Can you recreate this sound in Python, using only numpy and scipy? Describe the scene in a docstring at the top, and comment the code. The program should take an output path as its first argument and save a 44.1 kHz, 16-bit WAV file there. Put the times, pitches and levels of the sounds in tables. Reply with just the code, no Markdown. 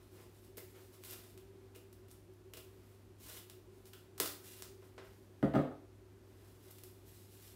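"""A table in a bare kitchen, one microphone close to the hands; a fridge hums behind throughout.
Cling film is picked loose and peeled off a cardboard roll in tiny slips, then torn free with a snap
at 4.2 s. At 5.4 s the roll is laid down, one end first, and rattles to rest on the ringing table top.
From 6.3 s the film is crumpled, buckling in flurries of creases.
The hard walls ring for half a second after each sound."""
import sys
import numpy as np
from scipy import signal
from scipy.fft import rfft, irfft
from scipy.io import wavfile
from scipy.ndimage import uniform_filter1d

SR = 44100
rng = np.random.default_rng(int(sys.argv[2]) if len(sys.argv) > 2 else 0)


def dump_mix(stems):
    """Bounce the given channels to the path in sys.argv[1] as a 16-bit WAV at rate SR."""
    frames = np.atleast_2d(stems).T  # one column per channel
    limited = np.clip(frames, -1, 1)  # hard clip at full scale
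    pcm = np.round(limited * 32767).astype(np.int16)
    wavfile.write(sys.argv[1], SR, pcm)


N = 333263
TIME = np.arange(N) / SR

# Levels are relative within each table.
# still air in the kitchen: (frequency [Hz], level [dB])
ROOM_TONE = [(15, -42), (25, -16.5), (43, -17.5), (69, -13), (91, -8), (110, -11), (126, -13.5),
             (233, -12.5), (289, -11.5), (378, -8), (421, -16), (631, -22.5), (1900, -32), (6920, -39.5),
             (14500, -41.5), (16000, -50.5)]
# ring of the hard walls: (frequency [Hz], time to fall 60 dB [s])
WALL_DECAY = [(100, 0.56), (400, 0.44), (1200, 0.48), (4000, 0.43), (9000, 0.4), (15000, 0.39)]
# skin and sleeves sliding over the roll: (peak time [s], level [dB], length [s])
HAND_RUBS = [(0, -63.5, .07), (.19, -62, 0.12), (.77, -61, 0.086), (.95, -70, 0.08), (1.17, -64, 0.17),
             (1.6, -77, .25), (2.06, -75, 0.063), (2.86, -73, 0.37), (3.29, -57, 0.057), (3.73, -75.5, .12),
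             (3.98, -69, 0.026), (5.05, -64, 0.089), (5.35, -73.5, .1), (6.4, -72.5, 0.38),
             (6.68, -64.5, .06), (7.47, -72.5, .16)]
# the roll slipping in the fingers: (time [s], level [dB], decay time [ms])
FINGER_SLIPS = [(4.819, -62, 15), (4.9773, -50, 11.6), (5.013, -64, 18)]
# tone of skin on cardboard: (frequency [Hz], level [dB])
RUB_COLOUR = [(60, -11), (180, -6), (400, 9.5), (800, 0.5), (1500, -1), (3000, -9), (6000, -17),
              (16000, -36)]
# the roll striking the table: (time [s], level [dB], contact time [ms])
ROLL_KNOCKS = [(5.4272, -47.5, 0.079), (5.4277, -22, 1.38), (5.437, -26, 3.6), (5.4423, -27.5, 1.63),
               (5.453, -27, 2.2), (5.537, -55.5, 0.044), (5.5397, -28, 0.92), (5.5504, -32.5, 0.4),
               (5.5553, -24, 0.8), (5.5632, -27.5, 1), (5.5703, -36.5, 1.1), (5.578, -27.5, 2.66),
               (5.59, -29, 1.56), (5.6015, -29, 1.37), (5.6555, -42, 1.8), (5.7109, -51, 0.56)]
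# table top with the roll on it: (frequency [Hz], level [dB], time to fall 60 dB [s])
TABLE_TOP_MODES = [(71, -16, 0.57), (143.6, 1, 0.37), (194, 1.5, 0.1), (221.6, 3.5, 0.27), (245, 2, 0.05),
                   (266, 5, 0.1), (297.3, 5, 0.54), (346, 6, 0.12), (403.2, -3, 0.24), (442, -4, 0.32),
                   (484, -19, 0.34), (539, -3, 0.39), (592, -15, 0.031), (637, -4.2, 0.18), (664, 1, 0.42),
                   (680, -3.5, 0.37), (865, -11.5, 0.45), (1119, -0.5, 0.22), (1227, -0.5, 0.14),
                   (1278, -7, 0.36), (1363, -3, 0.14), (1447, 0, 0.11), (1765, -6, 0.13)]
# tone of a knock on the table: (frequency [Hz], level [dB])
THUD_COLOUR = [(40, -53), (120, -13), (170, -15), (250, 3), (450, 0.5), (700, 4), (960, -6.5), (1300, -1),
               (1580, -7), (1850, -5), (2300, -10), (3000, -13), (3900, -13.5), (5500, -27), (15000, -28.5)]
# something small shaken on the table: (frequency [Hz], level [dB], time to fall 60 dB [s])
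TINKLE_MODES = [(8560, 1, 0.29), (8790, -2, .25)]
# the hollow roll jolted by the film: (time [s], level [dB])
ROLL_JOLTS = [(.574, -54), (1.759, -59.5), (2.539, -61.5), (2.57, -61.5), (4.2017, -41)]
# cardboard tube and its air column: (frequency [Hz], level [dB], time to fall 60 dB [s])
ROLL_MODES = [(184, -14, 0.23), (295, -8.5, 0.38), (339, -7.5, 0.26), (402, 5, 0.075), (485, 5, 0.058),
              (503, -9, 0.19), (581, -11, 0.31), (648.6, -9, 0.16), (1265, -9, 0.027)]
# film drawn off the roll: (start [s], length [s], level [dB], change with tension [dB/s])
FILM_PULLS = [(1.052, 0.078, -56.5, 48), (3.275, 0.098, -55.5, 25), (4.456, 0.156, -56, -28)]
# loose film squeezed or shaken: (peak time [s], level [dB], length [s])
CREASE_FLURRIES = [(.02, -70.5, 0.17), (.19, -64.5, 0.15), (.36, -67.5, .1), (.45, -65.5, .08),
                   (.77, -65.5, 0.35), (.94, -63, 0.073), (1.24, -61.5, 0.16), (1.63, -79, .1),
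                   (2.108, -61, 0.034), (2.8, -74, 0.56), (3.235, -57, 0.084), (3.77, -70.5, 0.12),
                   (3.872, -62, 0.044), (3.98, -64, .05), (4.84, -69.5, 0.13), (5.13, -70, 0.28),
                   (5.4, -78, .06), (6.32, -73.5, 0.14), (6.46, -68, 0.2), (6.68, -62.5, 0.15),
                   (6.81, -67, 0.45), (7.1, -61, 0.096), (7.2, -63, 0.27), (7.335, -60, 0.077),
                   (7.44, -58, 0.13), (7.5, -62, .08)]
# tone of peeling and creasing film: (frequency [Hz], level [dB])
CRINKLE_COLOUR = [(200, -19), (1000, -7), (2800, 0.5), (5000, -0.5), (9000, 0), (13500, 2.5), (16000, -3)]
# film letting go: (time [s], level [dB], decay time [ms], sheet resonance [Hz], its boost [dB])
FILM_CRACKLES = [(0.5685, -50.5, 11, 13000, 7), (0.5797, -52, 3.4, 2130, 13), (1.037, -54, 1.9, 2320, 10),
                 (1.047, -53.5, 5.9, 12500, 8), (1.108, -51, 3.4, 12400, 13), (1.127, -50.5, 10, 2410, 5),
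                 (1.3758, -60, 2.5, 2700, 8), (1.747, -59.5, 8.8, 2600, 15), (1.759, -59, 4, 2720, 2),
                 (1.9265, -62.5, 3.9, 12000, 2), (2.082, -68, 4, 2700, 9), (2.1125, -59.5, 2, 9450, 7),
                 (2.334, -74.5, 5, 13000, 6), (2.5358, -51, 2.9, 2800, 10.5), (2.568, -51.5, 10, 2870, 6.5),
                 (3.368, -52.5, 11, 3070, 8.5), (3.498, -54.5, 2.1, 3070, 4.5), (3.8552, -63, 2.6, 5600, 4),
                 (3.932, -55.5, 3.9, 3060, 12.5), (3.936, -61.5, 4.9, 1510, 17),
                 (4.1783, -51, 4.7, 1300, 7), (4.2003, -30, 2, 1250, 2), (4.207, -47, 5, 1250, 9),
                 (4.22, -46, 15, 1200, 0), (4.258, -41, 4, 1200, 3), (4.2752, -44.5, 1.3, 5000, 3),
                 (4.623, -47, 0.17, 6900, 3.5), (6.7073, -57.5, 5.4, 12000, 9), (6.7825, -59, 5.4, 2480, 5),
                 (6.836, -54, 1.9, 12000, 6.5)]
# tone of snapping film: (frequency [Hz], level [dB])
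SNAP_COLOUR = [(100, -43), (190, -16), (320, -1), (650, -1), (950, -2.5), (1250, -0.5), (2200, -5.5),
               (3300, -3), (4600, -3), (8000, -4), (13500, -3), (16000, -3)]


def undb(db):
    """Decibels to gain."""
    return 10 ** (np.asarray(db) / 20)


def unit(x):
    """Scale to rms 1."""
    return x / np.sqrt(np.mean(x ** 2))


def blow(x, db):
    """Scale a short sound so that its energy, spread over 10 ms, has this level."""
    return x * undb(db) * np.sqrt(.01 * SR / np.sum(x ** 2))


def add(out, s, x):
    """Mix x in from time s."""
    i = int(s * SR)
    out[i:i + len(x)] += x[:N - i]


def at(points, hz):
    """Read (frequency, value) points on a log-frequency axis."""
    f, value = np.transpose(points)
    return np.interp(np.log(hz + 1), np.log(f), value)


def ring(x, response):
    """Pass x through an impulse response."""
    return signal.fftconvolve(x, response)[:len(x)]


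def causal(gain):
    """Minimum-phase spectrum with this gain at each frequency."""
    cepstrum = irfft(np.log(gain))
    half = len(cepstrum) // 2
    cepstrum[1:half] *= 2
    cepstrum[half + 1:] = 0
    return np.exp(rfft(cepstrum))


def colour(points, size=4096):
    """Causal response of unit energy with this spectrum."""
    gain = undb(at(points, np.fft.rfftfreq(size, 1 / SR)))
    response = irfft(causal(gain))
    return response / np.linalg.norm(response)


def modes(rows):
    """Unit-energy response of a body with damped modes; neighbouring modes swing opposite ways."""
    t = TIME[:SR]
    response = sum((-1) ** k * undb(db - 60 * t / t60) * np.cos(2 * np.pi * hz * t)
                   for k, (hz, db, t60) in enumerate(rows))
    return response / np.linalg.norm(response)


def band(hz, width_hz):
    """Noise in one narrow, steep-sided resonance."""
    detuning = 2 * (np.fft.rfftfreq(N, 1 / SR) - hz) / width_hz
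    return unit(irfft(rfft(rng.standard_normal(N)) / (1 + detuning ** 4), N))


def waver(rate_hz):
    """Smooth random drift of rms 1."""
    hold = int(SR / rate_hz)
    steps = np.repeat(rng.standard_normal(N // hold + 1), hold)
    return unit(uniform_filter1d(steps, hold)[:N])


def grains(per_s, spread_db):
    """Tiny slips at random moments: many weak, a few strong."""
    size = undb(spread_db * np.minimum(rng.exponential(size=N), 4))
    return unit((rng.random(N) < per_s / SR) * size * rng.choice([-1, 1], N))


def slip_burst(decay_ms, per_s, rise=0.46, flatten=0.72, size=4096):
    """A swelling, dying run of micro-slips, so brief that the burst has hardly any pitch."""
    age = 1000 * TIME[:size] / decay_ms
    slips = (rng.random(size) < per_s / SR) * rng.standard_normal(size)
    spectrum = rfft(slips * (1 - np.exp(-age / rise)) * np.exp(-age))
    gain = np.abs(spectrum) + 1e-12
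    return irfft(spectrum * causal(gain ** -flatten))


def swell_power(rows):
    """Power of hand movements that each swell and die away in a bell curve."""
    power = 0
    for s, db, length_s in rows:
        from_peak = (TIME - s) / (length_s / 2)
        power += undb(db) ** 2 * np.exp(-2 * np.minimum(from_peak ** 2, 20))
    return power


def pull_power(attack_s=0.057, release_s=0.022):
    """Power of the peeling: it catches, changes steadily with the tension and stops with the hand."""
    power = 0
    for s, length_s, db, db_per_s in FILM_PULLS:
        t = TIME - s
        outside = np.maximum(-t, 0) / attack_s + np.maximum(t - length_s, 0) / release_s
        fade_db = 20 * np.minimum(outside, 10)
        power += undb(db + db_per_s * np.clip(t, 0, length_s) - fade_db) ** 2
    return power


def fridge_and_air(mains_hz=50, settle_db_per_s=.5):
    """In the background a fridge hums at twice the mains rate and drones in two beating resonances."""
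    hum = np.sqrt(2) * np.sin(2 * np.pi * 2 * mains_hz * TIME)
    drone_gain = undb(-63 - settle_db_per_s * TIME + 1.57 * waver(2.55))
    drone = drone_gain * (undb(-3) * band(369, 24) + undb(-4.5) * band(387.4, 16))
    rumble = undb(-71) * band(57, 18)
    air = unit(ring(rng.standard_normal(N), colour(ROOM_TONE)))
    hum *= undb(-63 + 0.34 * waver(1.9))
    air *= undb(-63.5 + 0.33 * waver(4.5))
    return hum + drone + rumble + air


def room(x, wet_db, build_s=0.00099, gap_s=0.0012):
    """Direct sound reaches the microphone first, then a dense tail off the walls, its treble shortest."""
    t, f = TIME[:SR], np.fft.rfftfreq(SR, 1 / SR)
    noise, tail = rfft(rng.standard_normal(SR)), 0
    edges = [0, *(SR / 2 ** np.arange(8, 0, -1))]
    for lo, hi in zip(edges, edges[1:]):
        octave = irfft(noise * (f >= lo) * (f < hi), SR)
        tail += octave * undb(-60 * t / at(WALL_DECAY, (lo + hi) / 2))
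    tail *= 1 - np.exp(-np.maximum(t - gap_s, 0) / build_s)
    return x + undb(wet_db) * ring(x, tail / np.linalg.norm(tail))


def hands():
    """Skin and cloth slide over the roll, which also turns in the hand at every pull."""
    turning = undb(-10) ** 2 * pull_power()
    held = undb(-85) ** 2  # the hands are never quite still
    friction = unit(ring(grains(per_s=5000, spread_db=2.2), colour(RUB_COLOUR)))
    return undb(-5) * np.sqrt(swell_power(HAND_RUBS) + turning + held) * friction


def fingers():
    """Dry skin skids on cardboard as the grip changes."""
    skids = np.zeros(N)
    for s, db, decay_ms in FINGER_SLIPS:
        add(skids, s, blow(slip_burst(decay_ms, per_s=2300), db))
    return ring(skids, colour(RUB_COLOUR))


def roll_knocks(scuff_s=0.0043, lowest_hz=75):
    """Force of the roll landing: short pushes, each with a scuff of cardboard; the softer, the duller."""
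    force, t = np.zeros(N), TIME[:SR // 20]
    for s, db, contact_ms in ROLL_KNOCKS:
        age = 1000 * t / contact_ms
        push = age * np.exp(-4 * age)
        add(force, s, blow(np.ones(1), db) * push / push.sum())
        scuff = rng.standard_normal(len(t)) * np.exp(-t / scuff_s)
        add(force, s, blow(scuff, db - 22) / contact_ms)
    # air slips round the table's edge, so the deepest bass does not radiate
    return signal.sosfilt(signal.butter(3, lowest_hz, "high", fs=SR, output="sos"), force)


def bending(x, lag_at_1khz_s=0.00098):
    """Low bending waves cross the table top more slowly than high ones, which spreads each blow."""
    f = np.fft.rfftfreq(N, 1 / SR)
    return irfft(rfft(x) * np.exp(-4j * np.pi * lag_at_1khz_s * np.sqrt(1000 * f)), N)


def table_top(force):
    """The struck table rings, thuds into the room and shakes something small that stands on it."""
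    body = ring(force, modes(TABLE_TOP_MODES))
    thud = bending(ring(force, colour(THUD_COLOUR)))
    tinkle = ring(force, modes(TINKLE_MODES))
    return undb(4) * body + undb(-4) * room(thud, wet_db=2.5) + undb(-26) * tinkle


def roll_pops():
    """A sudden release of tension makes the hollow roll pop."""
    jolts = np.zeros(N)
    for s, db in ROLL_JOLTS:
        add(jolts, s, blow(np.ones(1), db))
    return ring(jolts, modes(ROLL_MODES))


def film_peel():
    """Stuck film parts from the roll in dense tiny slips."""
    slips = grains(per_s=3000, spread_db=3) * undb(1.8 * waver(90))
    return undb(-3) * np.sqrt(pull_power()) * unit(ring(slips, colour(CRINKLE_COLOUR)))


def film_creases():
    """Loose film buckles in flurries and rustles faintly while it is held."""
    buckles = grains(per_s=4300, spread_db=2.8) * undb(2 * waver(90))
    power = swell_power(CREASE_FLURRIES) + undb(-94) ** 2
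    return undb(-5) * np.sqrt(power) * unit(ring(buckles, colour(CRINKLE_COLOUR)))


def film_crackles(sheet_q=2.3, tilt_db_per_octave=0.97, size=4096):
    """Stuck film lets go in bursts, the loudest the snap; the tauter the sheet, the higher it rings."""
    bursts, f = np.zeros(N), np.fft.rfftfreq(size, 1 / SR)
    octaves = np.log2(np.maximum(f, 400) / 5000)
    for s, db, decay_ms, sheet_hz, sheet_db in FILM_CRACKLES:
        sheet = 1 / (1 + (2 * sheet_q * (f / sheet_hz - 1)) ** 2)
        tone = causal(undb(tilt_db_per_octave * octaves + sheet_db * sheet))
        burst = irfft(rfft(slip_burst(decay_ms, per_s=20000)) * tone)
        add(bursts, s, blow(burst, db))
    return ring(bursts, colour(SNAP_COLOUR))


def scene():
    """Film, roll and table close to the microphone, the fridge behind, in mono."""
    force, pops = roll_knocks(), roll_pops()
    handling = film_peel() + film_creases() + hands() + film_crackles() + fingers()
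    close = room(handling + undb(-2.5) * pops, wet_db=0.5)
    close += undb(-1) * pops  # the roll is heard more directly than the film
    return (close + table_top(force) + fridge_and_air())[None]


def record(dry, bass_hz=38, top_hz=15700):
    """The microphone loses the deepest bass and the recorder cuts the top."""
    thin = signal.sosfilt(signal.butter(3, bass_hz, "high", fs=SR, output="sos"), dry)
    return signal.sosfilt(signal.ellip(10, .2, 70, top_hz, fs=SR, output="sos"), thin)


dry = scene()
out = record(dry)
dump_mix(out)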